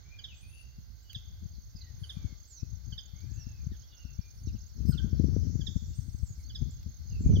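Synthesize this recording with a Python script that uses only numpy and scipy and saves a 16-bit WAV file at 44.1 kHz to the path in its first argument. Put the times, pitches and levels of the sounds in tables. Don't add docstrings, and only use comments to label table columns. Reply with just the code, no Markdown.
import sys
import numpy as np
from scipy import signal
from scipy.fft import rfft, irfft
from scipy.io import wavfile
from scipy.ndimage import uniform_filter1d

SR = 44100
rng = np.random.default_rng(int(sys.argv[2]) if len(sys.argv) > 2 else 0)


def to_wav(sig):
    pcm = np.clip(np.atleast_2d(sig), -1, 1) * 32767
    pcm = np.round(pcm).astype(np.int16)
    wavfile.write(sys.argv[1], SR, pcm.T)


N = 326340
T = np.arange(N) / SR


def undb(db):
    return 10 ** (np.asarray(db) / 20)


def unit(x):
    return x / np.sqrt(np.mean(x ** 2))


def curve(points, s=T):
    return np.interp(s, *np.transpose(points))


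def sides(pan_db):
    g = undb(np.array([[.5], [-.5]]) * pan_db)
    return g / np.sqrt(np.mean(g ** 2, axis=0))


def walk(rate, size=N):
    f = np.arange(size // 2 + 1) * SR / size
    smooth = rfft(rng.standard_normal(size)) / (1 + (2 * f / rate) ** 4)
    return unit(irfft(smooth, size))


def noise(points):
    hz, db = np.transpose(points)
    f = np.arange(N // 2 + 1) * SR / N + 1
    skirts = np.minimum(f / hz[0], 1) ** 2 * np.minimum(hz[-1] / f, 1) ** 2
    colour = undb(np.interp(np.log(f), np.log(hz), db))
    return unit(irfft(rfft(rng.standard_normal((2, N))) * skirts * colour, N))


def add(out, s, sound):
    i = int(np.clip(s * SR, 0, N - 1))
    out[:, i:i + sound.shape[1]] += sound[:, :N - i]


def glide(length, start_hz, middle_hz, end_hz):
    u = np.linspace(0, 1, int(length * SR))
    arch = np.polyfit([0, .5, 1], [start_hz, middle_hz, end_hz], 2)
    return u, np.polyval(arch, u)


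def turn(hz):
    return 2 * np.pi * np.cumsum(hz) / SR


def scatter(t60):
    level = np.sqrt(2 * np.log(1000) / SR / t60)
    return rng.standard_normal((2, SR)) * undb(-60 * T[:SR] / t60) * level


def foliage(x, near_db, near_t60, far_db, far_t60, spill=0.17):
    near, far = scatter(near_t60), scatter(far_t60)
    far = signal.sosfilt(signal.butter(2, 6000, fs=SR, output="sos"), far)
    onset = np.minimum(T[:SR] / .008, 1)
    echoes = (undb(near_db) * near + undb(far_db) * far) * onset
    spread = (x + spill * x[::-1]) / (1 + spill)
    return x + signal.fftconvolve(spread, echoes, axes=1)[:, :N]


CHIP_LENGTH_S, CHIP_ATTACK_S, CHIP_RELEASE_S = 0.02206, 0.0059, 0.0086


def chip(hz, over_db, under_db):
    fall = np.clip(.14 + (hz - 3300) / 3000, .07, .16)
    u, pitch = glide(CHIP_LENGTH_S, hz * (1 + fall), hz, hz * 0.92)
    phase = turn(pitch / 2 * (1 + .008 * walk(800, size=len(u))))
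    flicker = [undb(3.5 * walk(350, size=len(u))) for _ in range(4)]
    third = flicker[0] * np.sin(3 * phase) * u ** .5
    fourth = undb(-13) * flicker[1] * np.sin(4 * phase) * u
    undertone = undb(under_db) * flicker[2] * np.sin(phase)
    main_tone = flicker[3] ** .5 * np.sin(2 * phase)
    voice = main_tone + undertone + undb(over_db + 2) * (third + fourth)
    attack = np.minimum(u * CHIP_LENGTH_S / CHIP_ATTACK_S, 1)
    release = np.minimum((1 - u) * CHIP_LENGTH_S / CHIP_RELEASE_S, 1)
    return voice * attack * release * undb(0.5)


# (time of the loud chip [s], level [dB], pitch [Hz], overtones before chip()'s
# gain [dB], lead of the soft chip [s], its level relative to the loud one [dB], left minus right [dB])
CHIP_CALLS = [(0.2422, -39.5, 3400, -18, 0.053, -9, -6), (1.149, -38, 3383, -19, 0.051, -12, -7),
              (2.0965, -38.5, 3372, -13, 0.06, -8.5, -8), (2.9804, -38.5, 3348, -7, .057, -8, -11),
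              (4.9786, -41, 3314, -13.5, 0.052, -18, -15), (5.6679, -36.5, 3486, -10.5, .058, -12, -23.5),
              (6.5514, -39.5, 3450, -6, 0.053, -10, -7), (7.358, -43, 3220, -12, 0.044, -23, -8)]
LEAD_RATIO, LEAD_OVERTONES_DB, LEAD_UNDERTONE_DB = 0.93, -4.5, -18.5
UNDERTONE_DB = -28.5
PORT_LAG = 3


def chipping_bird():
    out = np.zeros((2, N))
    for s, db, hz, over_db, lead_s, lead_db, pan in CHIP_CALLS:
        soft = undb(lead_db) * chip(hz * LEAD_RATIO, LEAD_OVERTONES_DB, LEAD_UNDERTONE_DB)
        loud = chip(hz, over_db, UNDERTONE_DB)
        for start, note in ((s - lead_s, soft), (s, loud)):
            heard = note * undb(db) * sides(pan)
            add(out, start - .004, heard)
            add(out, start + rng.uniform(.002, .006), heard * undb(-11))
    left, right = foliage(out, near_db=-6, near_t60=.15, far_db=-9, far_t60=.9, spill=.4)
    return np.array([left, np.roll(right, PORT_LAG)])


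# (time [s], level before gain [dB], swing rate [Hz])
EDDY_SLAPS = [(0.781, -44.5, 102), (1.159, -38, 79), (1.454, -39, 98), (1.579, -38, 97), (1.749, -38, 77.5),
              (2.016, -35.5, 81), (2.166, -34, 109), (2.242, -29, 109), (2.32, -43, 137), (2.626, -34, 128),
              (2.725, -34, 88), (2.921, -39.5, 94.5), (3.133, -39.5, 84.4), (3.311, -39.5, 129),
              (3.465, -34.5, 103), (3.665, -32, 88), (3.715, -33.5, 147), (4.048, -36.5, 107),
              (4.186, -32.5, 108), (4.468, -31.5, 151), (4.545, -33, 92), (4.799, -34, 132),
              (4.847, -30, 153), (4.888, -21, 133), (5.04, -26, 139), (5.124, -27, 155), (5.194, -20, 180),
              (5.238, -24, 212), (5.28, -24.5, 147), (5.36, -22, 220), (5.549, -24, 137), (5.591, -30, 160),
              (5.755, -25, 107), (5.822, -28, 97), (5.983, -32.5, 91), (6.078, -36.5, 117),
              (6.142, -34.5, 111), (6.226, -27, 86), (6.615, -26.5, 114), (6.862, -29, 91),
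              (7.204, -28.5, 143), (7.257, -20.5, 126), (7.305, -35, 170), (7.366, -27.5, 233)]
EDDY_GAIN_DB, EDDY_PAN_DB = 6.5, 36.5


def buffets():
    out, t = np.zeros((2, N)), T[:SR // 16]
    roll_off = signal.butter(3, 66, "high", fs=SR, output="sos")
    for s, db, hz in EDDY_SLAPS:
        u = (t - .0105) * 2 * np.pi * hz
        slap = signal.sosfilt(roll_off, u * np.exp(-u ** 2 / 2))
        push_or_pull = rng.choice([-1, 1])
        add(out, s - .005, slap * push_or_pull * undb(db + EDDY_GAIN_DB) * sides(EDDY_PAN_DB))
    return out


# (time [s], left level [dB], right level [dB])
GUST_STRENGTH = [(0, -59.5, -53.5), (.3, -56.5, -56), (0.952, -61, -50), (1.45, -45, -54),
                 (1.68, -54.5, -55.5), (2.22, -43.5, -54), (2.48, -60.5, -59.5), (2.66, -47.5, -58),
                 (2.95, -41.5, -55), (3.08, -55, -63), (3.16, -43, -61), (3.68, -43.5, -47),
                 (3.9, -59.5, -60.5), (4.12, -44, -54), (4.27, -56, -60), (4.5, -34.5, -45),
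                 (4.67, -51.5, -60), (4.861, -34, -54), (5.28, -31, -44.5), (5.699, -37, -56),
                 (5.89, -42.5, -47), (5.99, -41.5, -57), (6.42, -46, -51), (6.62, -38.5, -48),
                 (7.001, -47.5, -54), (7.33, -28.5, -24)]
# (frequency [Hz], relative level [dB])
RUMBLE_SPECTRUM = [(20, -50), (35, -35.5), (55, -9.5), (78, -6), (100, -10), (150, -20.5), (250, -45),
                   (500, -68), (1000, -69.5), (1400, -68.5)]
# (frequency [Hz], relative level [dB])
FLUTTER_SPECTRUM = [(40, -32), (90, -5.5), (160, 3), (260, -7.5), (400, -20.5), (650, -34.5), (1000, -57.5),
                    (2000, -75)]
SWIRL_DB, SWIRL_PER_S = 4.5, 22
WAKE_DB, WAKE_RISE_S = -6.5, 0.012
LULL_EDGE_HZ, LULL_DB = 42, -35.5


def wind():
    s, left_db, right_db = np.transpose(GUST_STRENGTH)
    swirl = SWIRL_DB * np.tanh([walk(SWIRL_PER_S), walk(SWIRL_PER_S)])
    gust_db = np.array([np.interp(T, s, left_db), np.interp(T, s, right_db)])
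    u = T[:SR // 4] / WAKE_RISE_S
    wake = (u * np.exp(1 - u)) ** 2
    wakes = np.zeros((2, N))
    for start, db, _ in EDDY_SLAPS:
        add(wakes, start - .005, wake * undb(db + WAKE_DB) * sides(EDDY_PAN_DB))
    strength = np.hypot(undb(gust_db + swirl), wakes)
    rumble = noise(RUMBLE_SPECTRUM)
    deep = signal.sosfiltfilt(signal.butter(2, LULL_EDGE_HZ, fs=SR, output="sos"), rumble)
    rumble = deep + (rumble - deep) * strength / (strength + undb(LULL_DB))
    rumble /= uniform_filter1d(rumble ** 2, SR // 16) ** .5
    bursts = undb(7 * np.tanh([walk(50), walk(61)]))
    flutter = unit(noise(FLUTTER_SPECTRUM) * bursts)
    flutter = flutter * undb(-5.5) * (strength / undb(-31.5)) ** 0.55
    return (undb(4.0) * rumble + flutter) * strength


# (time [s], pitch mark [Hz], level before gain [dB]); notes start at 0.87 of the mark
CLIMBING_TRILL = [(5.145, 6130, -56), (5.419, 6870, -53), (5.6, 7510, -50), (5.891, 7980, -57),
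                  (5.939, 9900, -54.5), (6.06, 9100, -82)]
TRILL_PERIOD_S = 0.05


def trilling_bird():
    out = np.zeros((2, N))
    times, marks_hz, levels_db = np.transpose(CLIMBING_TRILL)
    for s in np.arange(times[0], times[-1], TRILL_PERIOD_S):
        mark_hz, db = np.interp(s, times, marks_hz), np.interp(s, times, levels_db)
        u, pitch = glide(0.036, mark_hz * 0.87, mark_hz * 0.87, mark_hz * 0.61)
        note = np.sin(turn(pitch * (1 + 0.044 * walk(1300, size=len(u))))) * np.sin(np.pi * u)
        add(out, s + .006 * rng.standard_normal(), note * undb(db - 8.5) * sides(0.9))
    return foliage(out, near_db=7, near_t60=.65, far_db=-3, far_t60=.7)


def whistle(length, start_hz, middle_hz, end_hz, rasp):
    u, pitch = glide(length, start_hz, middle_hz, end_hz)
    tremor, waver, drift = (walk(rate, size=SR // 2)[:len(u)] for rate in (700, 90, 60))
    tone = np.sin(turn(pitch * (1 + .05 * rasp ** 2 * tremor + .008 * drift)))
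    return tone * undb(3 * waver) * np.sin(np.pi * u).clip(0)


def calls(rows, start_ratio, end_ratio, rasp, pan_db):
    out = np.zeros((2, N))
    for s, length, hz, db in rows:
        note = whistle(length, hz * start_ratio, hz, hz * end_ratio, rasp)
        add(out, s, note * undb(db) * sides(pan_db))
    return out


ARCH_S, ARCH_LENGTH_S, ARCH_LOW_HZ, ARCH_HIGH_HZ = 4.854, 0.086, 5160, 8330


def arching_call():
    out = np.zeros((2, N))
    u, arch = glide(ARCH_LENGTH_S, .93, 1, .925)
    arch = arch * (1 + .005 * walk(500, size=len(u)))
    low, high = turn(arch * ARCH_LOW_HZ), turn(arch * ARCH_HIGH_HZ)
    voice = undb(-56.0) * np.sin(low) * sides(-2)
    voice = voice + undb(-64.5) * np.sin(high) * sides(16)
    voice = voice + undb(-59.0) * np.sin(low + high) * sides(-21)
    add(out, ARCH_S, voice * undb(4.0 * walk(150, size=len(u))) * np.sin(np.pi * u).clip(0))
    return out


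# (time [s], length [s], middle pitch [Hz], level [dB])
RASPY_CALLS = [(1.518, 0.083, 4360, -64), (1.75, 0.043, 4820, -55.5), (1.78, 0.051, 4430, -55),
               (1.81, 0.017, 4350, -49), (1.83, 0.049, 4100, -67), (2.522, 0.026, 5600, -68),
               (2.55, 0.057, 4150, -64.5), (3.702, 0.068, 3560, -63), (3.708, 0.056, 1750, -68),
               (3.794, 0.042, 4520, -69), (3.9, 0.069, 3530, -65), (4.462, 0.02, 5890, -56.5),
               (4.462, 0.032, 4120, -56.5), (4.47, 0.051, 2696, -68), (4.55, 0.037, 2770, -70.5),
               (4.92, 0.02, 4510, -46), (4.93, 0.044, 2865, -61), (5.133, 0.086, 4310, -62)]
# (time [s], length [s], middle pitch [Hz], level [dB])
LISPING_NOTES = [(.41, 0.039, 9700, -66), (.51, 0.068, 10300, -67), (.57, 0.067, 10050, -65),
                 (1.968, 0.23, 10100, -69.5), (2.368, 0.13, 7030, -72), (3.25, 0.22, 7540, -75.5),
                 (4.245, 0.28, 9700, -77), (5.95, 0.43, 9300, -80), (6.03, 0.46, 7800, -72),
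                 (6.36, 0.1, 9550, -75), (7.19, 0.065, 7300, -61.5)]
# (time [s], length [s], middle pitch [Hz], level [dB])
RISING_PIPS = [(.33, 0.1, 7770, -67), (.44, 0.12, 9530, -67.5), (1.022, 0.023, 7450, -68),
               (3.048, 0.018, 6930, -59), (3.82, 0.038, 3300, -66), (3.825, .035, 5400, -67),
               (4.678, 0.011, 7100, -59), (6.426, 0.078, 4480, -61.5), (6.707, 0.0082, 7200, -53)]
# (time [s], length [s], start [Hz], middle [Hz], end [Hz], level before swell [dB])
FALLING_SLURS = [(2.471, 0.15, 8260, 6490, 5480, -49.5), (3.326, 0.13, 7200, 6010, 5350, -50),
                 (6.22, 0.14, 9040, 6960, 6530, -57), (7.214, 0.18, 7650, 6450, 5370, -56.5)]


def surrounding_birds():
    out = calls(RASPY_CALLS, start_ratio=1.12, end_ratio=.9, rasp=.85, pan_db=-9)
    out += calls(LISPING_NOTES, start_ratio=1.01, end_ratio=0.95, rasp=0.71, pan_db=11.5)
    out += calls(RISING_PIPS, start_ratio=0.93, end_ratio=1.06, rasp=.45, pan_db=-6)
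    for s, length, start_hz, middle_hz, end_hz, db in FALLING_SLURS:
        note = whistle(length, start_hz, middle_hz, end_hz, rasp=.52)
        swell = np.linspace(.35, 1.4, len(note))
        add(out, s, note * swell * undb(db) * sides(-11.0))
    return foliage(out + arching_call(), near_db=-5, near_t60=.15, far_db=-6, far_t60=.7, spill=.35)


# (time [s],
# length [s], start [Hz], middle [Hz], end [Hz], level before a 0.5 dB cut [dB], left minus right [dB])
WHISTLED_NOTES = [(0.026, 0.22, 2210, 2397, 2255, -63, 11), (0.263, 0.085, 3500, 2793, 2430, -58, 2),
                  (0.406, 0.097, 2470, 2490, 2700, -65.5, 0), (0.487, 0.16, 2675, 2748, 2735, -59.5, 20),
                  (0.614, 0.22, 2740, 2750, 2755, -77, -3), (1.015, 0.19, 3060, 2850, 2620, -68.5, -14),
                  (1.78, 0.16, 2110, 1954, 1810, -69.5, 3), (2.09, 0.33, 1120, 1165, 1194, -77.5, -15),
                  (2.109, 0.29, 2570, 2230, 2054, -73, -1), (3.123, 0.18, 2014, 2280, 2540, -73, 3),
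                  (3.192, .45, 1460, 1760, 1447, -78.5, -2), (3.274, 0.37, 2490, 2705, 2310, -70.5, -12),
                  (3.877, 0.28, 2916, 2804, 2660, -67, -6), (3.913, 0.18, 1464, 1440, 1400, -72.5, 5),
                  (4.137, 0.18, 2210, 2390, 2400, -73, 7), (4.906, 0.044, 1520, 1457, 1360, -57.5, -6),
                  (4.985, 0.037, 1625, 1544, 1470, -59.5, -8), (4.908, 0.027, 8300, 8060, 7640, -58.5, 10),
                  (5.418, 0.047, 3270, 3140, 3080, -78, -2), (6.37, 0.066, 2300, 2150, 2130, -77, 3),
                  (7.058, .14, 5220, 4750, 4380, -68, -14), (7.101, 0.082, 2950, 2724, 2480, -59.5, -20),
                  (7.2, 0.24, 2460, 2305, 1990, -75, -5)]


def whistled_notes():
    out = np.zeros((2, N))
    for s, length, start_hz, middle_hz, end_hz, db, pan in WHISTLED_NOTES:
        note = whistle(length, start_hz, middle_hz, end_hz, rasp=.58)
        add(out, s, note * undb(db - 0.5) * sides(pan))
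    return foliage(out, near_db=0, near_t60=.16, far_db=-3, far_t60=.7, spill=.4)


CHATTER_PER_S, CHATTER_DB, CHATTER_LOW_HZ, CHATTER_HIGH_HZ = 7.6, -79.5, 2560, 4690


def distant_chatter():
    out = np.zeros((2, N))
    for when, high, long, bend, side in rng.random((int(CHATTER_PER_S * T[-1]), 5)):
        hz = CHATTER_LOW_HZ * (CHATTER_HIGH_HZ / CHATTER_LOW_HZ) ** high
        note = whistle(.03 + .07 * long, hz * (.92 + .24 * bend), hz, hz * .95, rasp=.7)
        add(out, when * T[-1], note * undb(CHATTER_DB) * sides(12 * side - 8))
    return foliage(out, near_db=0, near_t60=.2, far_db=0, far_t60=.7)


# (time [s], chirps [count], level before gain [dB])
CRICKET_RUNS = [(.034, 3, -65), (.495, 4, -70), (1.1, 2, -63.5), (1.435, 2, -63), (1.763, 5, -62),
                (2.546, 9, -58), (3.947, 3, -59.5), (4.431, 2, -57.5), (4.731, 6, -64), (5.974, 2, -61),
                (6.433, 3, -58.5), (6.887, 1, -57.5), (7.066, 3, -56.5)]
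CHIRP_PERIOD_S, STROKE_PERIOD_S = .1524, .0255
FOURTH_STROKE_SHARE = 0.22


def cricket():
    out = np.zeros((2, N))
    u, pitch = glide(.016, 6400, 6440, 6270)
    for start, chirps, db in CRICKET_RUNS:
        for s in start + CHIRP_PERIOD_S * np.arange(round(chirps)):
            strokes = 3 + int(rng.random() < FOURTH_STROKE_SHARE)
            for k in range(strokes):
                size, detune_hz = undb(0.73 * rng.standard_normal()), 20 * rng.standard_normal()
                stroke = size * np.sin(turn(pitch + detune_hz)) * np.sin(np.pi * u)
                add(out, s + k * STROKE_PERIOD_S, stroke * undb(db + 3.5) * sides(-16.5))
    return foliage(out, near_db=-9, near_t60=.1, far_db=-12, far_t60=.4, spill=.2)


# (time [s], level before gain and scatter [dB])
SECOND_CRICKET_LEVEL = [(0, -78), (1, -66), (2.2, -60), (3.6, -57.5), (4, -54), (5.1, -52), (6, -54.5),
                        (7.4, -66)]


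def second_cricket():
    out = np.zeros((2, N))
    u, pitch = glide(.009, 6150, 5600, 5150)
    gaps_s = .081 + .007 * rng.standard_normal(int(T[-1] / .084))
    for s in np.cumsum(gaps_s):
        db = curve(SECOND_CRICKET_LEVEL, s)
        for lag in (0, .0125):
            stroke = np.sin(turn(pitch + 60 * rng.standard_normal())) * np.sin(np.pi * u)
            add(out, s + lag, stroke * undb(db - 5.0 + 2 * rng.standard_normal()) * sides(-21))
    return foliage(out, near_db=0, near_t60=.12, far_db=-5, far_t60=.4, spill=.1)


def trilling_insect(hz, stroke_hz, width):
    strokes = .7 + .35 * np.sin(turn(stroke_hz * (1 + 0.1 * walk(12))))
    ring = np.sin(turn(hz + width * (walk(200) + .6 * walk(5))))
    fading = undb(1.5 * np.tanh(walk(3)) + 2 * walk(30))
    return unit(strokes * ring * fading)


# (time [s], level before each part's gain [dB])
CHORUS_SWELL = [(0, -63), (.9, -65.5), (2.25, -61), (2.65, -63.5), (4.1, -64), (5.1, -61.5), (6.2, -63.5),
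                (7.4, -59.5)]
# (time [s], level before a 2.5 dB cut [dB])
NEAREST_TRILL_LEVEL = [(0, -84), (.4, -72.5), (1.6, -73), (3, -71), (4.7, -72.5), (5.5, -72), (7.4, -77)]
# (frequency [Hz], relative level [dB])
HAZE_SPECTRUM = [(3600, -19), (4250, 6), (4700, 0.5), (5100, 2.5), (5500, 3), (5950, -1), (6300, 11),
                 (6650, -3.5), (6950, 1), (7300, -12), (8500, -33)]


def insects():
    chorus = undb(-14.5) * trilling_insect(hz=4350, stroke_hz=41.8, width=56) * sides(-7.0)
    chorus += undb(-11.5) * trilling_insect(hz=6390, stroke_hz=33.9, width=88) * sides(-21.0)
    swell = undb(curve(CHORUS_SWELL))
    nearest = trilling_insect(hz=4680, stroke_hz=33, width=50)
    nearest = nearest * undb(curve(NEAREST_TRILL_LEVEL) - 2.5) * sides(0)
    haze = noise(HAZE_SPECTRUM) * undb(1.2 * walk(12))
    trills = foliage(chorus * swell + nearest, near_db=-2, near_t60=.039, far_db=-10, far_t60=.5, spill=.2)
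    return trills + undb(-4.0) * haze * swell * sides(-5.0)


# (time [s], level before a 5 dB boost [dB])
DRY_TICKS = [(1.131, -49), (3.205, -58), (3.765, -59), (6.83, -54)]
# (frequency [Hz], relative level [dB])
TICK_SPECTRUM = [(1500, 1), (5000, 11), (9000, -16), (13000, 2.5), (16000, 9.5)]


def ticks():
    envelope, t = np.zeros((2, N)), T[:SR // 50]
    for s, db in DRY_TICKS:
        add(envelope, s, np.exp(-t / .0028) * undb(db + 5) * sides(-3))
    return envelope * noise(TICK_SPECTRUM)


# (time [s], level before a 2 dB cut [dB])
WASH_LEVEL = [(0, -65.5), (.95, -69.5), (1.4, -67.5), (1.65, -70), (2.2, -62.5), (2.5, -70), (2.85, -67.5),
              (3.08, -67), (3.4, -66.5), (4.3, -68), (4.73, -69), (5.05, -65.5), (5.7, -68), (6.2, -68.5),
              (7.0, -67.5), (7.4, -66)]
# (frequency [Hz], relative level [dB])
WASH_SPECTRUM = [(60, 3.5), (250, 7.5), (500, 2), (750, 1.5), (1000, -2.5), (1350, -0.5), (1540, 4.5),
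                 (1800, -4.5), (2050, 2), (2400, -6.5), (2900, -6), (3500, 1.5), (4000, -1), (6000, -44),
                 (8000, -34)]
# (time [s], level [dB])
THIN_HISS_LEVEL = [(0, -74.5), (.75, -72), (1.1, -70.5), (2.5, -70.5), (7.4, -69.5)]
# (frequency [Hz], relative level [dB])
HISS_SPECTRUM = [(7500, -50.5), (9500, -15), (11000, -6.5), (12000, -0.5), (13200, 4), (16000, 2.5)]


def open_air():
    wash = undb(curve(WASH_LEVEL) - 2) * noise(WASH_SPECTRUM) * sides(-3.5)
    hiss = undb(curve(THIN_HISS_LEVEL)) * noise(HISS_SPECTRUM) * sides(-6.0)
    return wash + hiss


def scene():
    birds = chipping_bird() + trilling_bird() + surrounding_birds() + whistled_notes() + distant_chatter()
    grass = cricket() + second_cricket() + insects()
    return birds + buffets() + wind() + grass + ticks() + open_air()


def record(dry):
    fade = np.clip((T[-1] - T) / .004, 0, 1)
    top_cut = signal.ellip(10, .2, 80, 15750, fs=SR, output="sos")
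    return signal.sosfilt(top_cut, dry) * fade


dry = scene()
out = record(dry)
to_wav(out)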